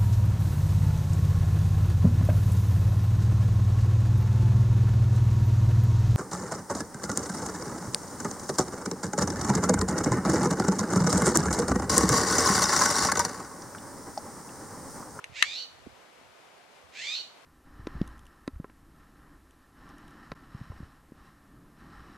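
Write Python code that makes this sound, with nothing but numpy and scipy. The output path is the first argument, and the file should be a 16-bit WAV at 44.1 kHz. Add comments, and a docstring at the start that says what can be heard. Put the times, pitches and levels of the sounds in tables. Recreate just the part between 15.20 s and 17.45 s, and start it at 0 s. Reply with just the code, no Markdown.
"""A jay mobs a snake on a paved garden path, heard on a stereo microphone over a steady, distant hush.
Its bill snaps once, then a harsh, rising scold comes from a little right of centre, with a second, much
louder snap inside it. Soft wing beats follow as the bird jumps clear, and light air brushes the
microphone. Near the end it scolds again. Each call scatters off the ground nearby and the garden beyond."""
import sys
import numpy as np
from scipy import signal
from scipy.fft import rfft, irfft
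from scipy.io import wavfile
from scipy.ndimage import uniform_filter1d

SR = 44100
rng = np.random.default_rng(int(sys.argv[2]) if len(sys.argv) > 2 else 0)


def wav_record(signal):
    """Record a signal, one row per channel, as 16-bit PCM in the file named by sys.argv[1]."""
    frames = np.transpose(np.atleast_2d(signal))
    bounded = np.clip(frames, -1, 1)
    # unit amplitude maps onto the largest positive 16-bit level
    quanta = np.round(bounded * 32767).astype(np.int16)
    wavfile.write(sys.argv[1], SR, quanta)


N = 99225

# Distant air. Each row: frequency in Hz, relative level in dB.
HUSH_COLOUR = [(15, -50), (25, -22), (118, -13.5), (243, -8), (301, -6), (404, -4), (529, -1), (691, 0),
               (1540, -6), (1810, -7.5), (2020, -6.5), (10300, -23.5), (15000, -36.5)]
# The hush across the microphone pair. Each row: frequency in Hz, left minus right in dB.
HUSH_BALANCE = [(60, -13), (200, -12.5), (380, -6), (690, -4), (1280, 5.5), (2350, 4.5), (4330, 4.5),
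                (8000, 3.5), (14700, -12)]
# Bill snaps. Each row: start in seconds, gain in dB, left minus right in dB, crack gain in dB,
# gain of the later contacts in dB, tilt of the ring in dB per octave.
BILL_SNAPS = [(0.042, -30.5, 0.5, 2, -11, 2.5), (0.2247, -6, 5.5, -4.5, -1, -1)]
# Contacts within one snap. Each row: delay in seconds, gain in dB.
BILL_CONTACTS = [(0, 2.5), (.0015, 0), (.0029, -3)]
# The ring of a snap. Each row: frequency in Hz, gain in dB, seconds to fall 60 dB.
BILL_MODES = [(1200, -12.5, 0.017), (1932, -4.5, 0.014), (2150, -4, 0.0071), (2510, -1.5, 0.007),
              (2805, -4.5, 0.0085), (3400, -13, 0.0084), (3870, -8, 0.013), (6270, -20, 0.02),
              (6480, -20, 0.012), (8740, -17.5, 0.0059), (10650, -27, 0.015)]
# Tone of a snap at the microphone. Each row: frequency in Hz, gain in dB.
SNAP_COLOUR = [(150, -8), (600, -17), (1000, 1.5), (4200, 0), (11500, -1.5), (12600, -26), (15000, -40)]
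# Air on the microphone. Each row: peak time in seconds, half length in seconds, level in dB.
AIR_PUFFS = [(0.123, 0.057, -63.5), (0.301, 0.038, -65), (0.569, 0.055, -71.5), (0.68, 0.095, -65.5),
             (1.063, 0.091, -71), (1.665, 0.048, -71), (1.825, .06, -76)]
# The rumble of that air. Each row: frequency in Hz, relative level in dB.
PUFF_COLOUR = [(20, -33), (50, 3.5), (75, 13), (130, 5), (250, -16), (700, -64), (2000, -97)]
# Downstrokes. Each row: peak time in seconds, level in dB, frequency in Hz,
# rise and decay time in seconds, left minus right in dB.
WING_BEATS = [(.098, -52.5, 150, 0.0016, -18), (.122, -52, 160, 0.0034, -12), (.667, -36, 400, 0.0012, 4),
              (.6724, -37.5, 261, 0.0026, -14.5), (1.015, -55, 243, .003, 8)]
# One list per scold. Each row: time in seconds, pitch in Hz, level in dB, roughness from 0 to 1.
SCOLDS = [
    [(.136, 585, -57.5, 0.82), (.162, 677.5, -42, 0.77), (.195, 897, -39.5, 0.5), (.25, 1108, -40.5, 0.4),
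     (.29, 1207, -40, 0.43), (.33, 1236, -39.5, 0.52), (.364, 1395, -38, .45), (.404, 1478, -38.5, 0.22),
     (.428, 1477, -42, 0.11)],
    [(1.735, 633.5, -57.5, 0.77), (1.76, 773.5, -46, 0.8), (1.795, 855.7, -41, .55),
     (1.85, 1120, -38.5, 0.49), (1.89, 1209, -35, 0.42), (1.935, 1247, -35, 0.28), (1.957, 1433, -35, 0.52),
     (1.986, 1493, -38.5, 0.35), (2.006, 1464, -39.5, 0.19)],
]
# Throat resonances at the low start of a scold. Each row: frequency in Hz, relative gain in dB.
THROAT_LOW = [(600, -42), (1250, -19.5), (1550, -7.5), (1850, 0.5), (2400, 5), (3100, -3), (4200, -3),
              (5600, -10.5), (7000, -8.5), (8300, -19), (9400, -49.5), (12500, -42), (15000, -46)]
# The throat at the high end, bill open. Each row: frequency in Hz, relative gain in dB.
THROAT_OPEN = [(600, -44.5), (1400, -26.5), (1950, -9.5), (2450, -17.5), (3050, -5.5), (3650, 4.5),
               (4350, 3), (4950, -8.5), (6200, -15), (7700, -26), (9400, -41.5), (12500, -36),
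               (15000, -59.5)]

TOP_HZ = 15000


def undb(db):
    """Decibels to gain."""
    return 10 ** (np.asarray(db) / 20)


def unit(x):
    """Scale to rms 1."""
    return x / np.sqrt(np.mean(x ** 2))


def pan(db):
    """Left and right gains for a level difference."""
    return undb(np.array([[db], [-db]]) / 2)


def colour(x, points):
    """Filter by a curve of (Hz, dB) points."""
    hz, db = np.array(points, float).T
    f = np.maximum(np.fft.rfftfreq(2 * N, 1 / SR), 1)
    gain = undb(np.interp(np.log(f), np.log(np.maximum(hz, 1)), db))
    return irfft(rfft(x, 2 * N) * gain)[..., :N]


def wobble(hz):
    """Random motion slower than hz, spread 1."""
    return unit(signal.sosfilt(signal.butter(2, hz, fs=SR, output="sos"), rng.standard_normal(N)))


def ring(t, t60):
    """Decay that starts at t = 0."""
    return (t >= 0) * np.exp(-np.log(1000) * np.maximum(t, 0) / t60)


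def distant_hush():
    """Far-off air wavers slightly, deeper on the right and brighter on the left."""
    shared, level_db, waver_db = 0.27, -57, 0.5  # shared: the part of the power common to both sides
    air = np.sqrt(shared) * rng.standard_normal(N) + np.sqrt(1 - shared) * rng.standard_normal((2, N))
    air = colour(air, HUSH_COLOUR)
    air = np.array([colour(side, [(hz, sign * db / 2) for hz, db in HUSH_BALANCE])
                    for side, sign in zip(air, (1, -1))])
    return air / np.std(air.mean(axis=0)) * undb(level_db + waver_db * wobble(5.6))


def bill_snap(t, start, db, pan_db, crack_db, chatter_db, tilt_db):
    """The bill claps shut in three quick contacts, each a crack and a brief hard ring."""
    clap = 0
    for k, (delay, contact_db) in enumerate(BILL_CONTACTS):
        age = t - start - delay
        modes = 0
        for hz, mode_db, t60 in BILL_MODES:
            gain = undb(mode_db + tilt_db * np.log2(hz / 2300))
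            mic_phase = 0.94 * rng.standard_normal((2, 1))  # radians, different on each side
            modes += gain * ring(age, t60) * np.sin(2 * np.pi * hz * age + mic_phase)
        crack = 0.42 * undb(crack_db) * rng.standard_normal((2, N)) * ring(age, t60=0.01)
        attack = np.clip(age / 0.00025, 0, 1)
        clap += undb(contact_db + chatter_db * (k > 0)) * (modes + crack) * attack
    return undb(db) * pan(pan_db) * colour(clap, SNAP_COLOUR)


def scatter(sound, t, t60, db):
    """Dense echoes off the surroundings die away, different on each side of the microphone."""
    response = rng.standard_normal((2, N)) * ring(t - .003, t60)
    return undb(db) * signal.fftconvolve(sound, unit(response) / np.sqrt(N), axes=1)[:, :N]


def air_on_microphone(t):
    """Light puffs rumble against the microphone, mostly on the right."""
    strength = sum(undb(db) * np.exp(-((t - at) / half) ** 2) for at, half, db in AIR_PUFFS)
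    rumble = unit(colour(rng.standard_normal((2, N)), PUFF_COLOUR))
    return strength * rumble * pan(-15.5)


def wing_beat(t, at, db, hz, decay_s, pan_db):
    """A downstroke pushes one short, low pulse of air."""
    pulse = np.exp(-np.abs(t - at) / decay_s) * np.cos(2 * np.pi * hz * (t - at))
    return -undb(db) * pan(pan_db) * pulse


def syrinx(hz, rough):
    """One vibrating membrane: jittery pulses, alternately strong and weak, and a rasp on each cycle."""
    hz = hz * (1 + 0.0775 * rough * wobble(445))
    phase = 2 * np.pi * np.cumsum(hz) / SR
    pulses = sum(np.cos(k * phase) * (k * hz < TOP_HZ) for k in range(1, 17)) * np.sqrt(hz / 7000)
    shimmer = 0.59 * rough * wobble(420)
    alternation = 0.31 * rough * np.cos(phase / 2)
    rasp = undb(-5) * rough * rng.standard_normal(N) * (1 + np.cos(phase))
    return pulses * (1 + shimmer + alternation) + rasp


def scold(t, curve):
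    """A harsh rising tone shaped by the opening bill; at the top it trills and splits into two voices."""
    times, *columns = np.array(curve).T
    hz, db, rough = (np.interp(t, times, column) for column in columns)
    opening = np.clip((hz - 1034) / (1380 - 1034), 0, 1)  # the bill opens from 1034 to 1380 Hz
    top = np.clip((hz - 1280) / 150, 0, 1)
    trill_hz, fade_s = 83.35, 0.022
    trill = np.sin(2 * np.pi * np.cumsum(trill_hz * (1 + 0.1536 * wobble(42))) / SR)
    hz = hz * (1 + 2 * rough * 0.058 * trill * top)
    # The two sides of the syrinx part at the top: a second, lower voice.
    source = syrinx(hz, rough) + undb(-7) * top * syrinx(hz * 0.9, rough)
    voice = (1 - opening) * colour(source, THROAT_LOW) + opening * colour(source, THROAT_OPEN)
    voice = voice / np.sqrt(uniform_filter1d(voice ** 2, size=1300) + 1e-9)  # even out the loudness
    flutter = 1 + 0.15 * trill
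    fade = np.clip(1 + np.minimum(t - times[0], times[-1] - t) / fade_s, 0, 1)
    return voice * undb(db) * flutter * fade


def scene():
    """The jay at the microphone, with quick scatter from the ground and a longer tail from the garden."""
    t = np.arange(N) / SR
    voice = sum(scold(t, curve) for curve in SCOLDS) * pan(-4)
    bill = sum(bill_snap(t, *row) for row in BILL_SNAPS)
    wings = sum(wing_beat(t, *row) for row in WING_BEATS)
    ground = scatter(voice, t, t60=0.24, db=-3)
    ground += colour(scatter(bill, t, t60=0.077, db=-8.5), [(2000, -1.5), (4000, -8.5), (10000, -7)])
    garden = scatter(voice + undb(-31) * bill, t, t60=0.45, db=-8.5)
    garden = colour(garden, [(1500, -11), (3100, 6), (4300, -0.5), (8000, 9)])
    return voice + bill + wings + ground + garden + air_on_microphone(t) + distant_hush()


def record(dry):
    """The recorder clips at full scale and cuts the highest treble."""
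    lowpass = signal.ellip(8, .2, 70, TOP_HZ, fs=SR, output="sos")
    return signal.sosfilt(lowpass, np.clip(dry, -1, 1))


dry = scene()
out = record(dry)
wav_record(out)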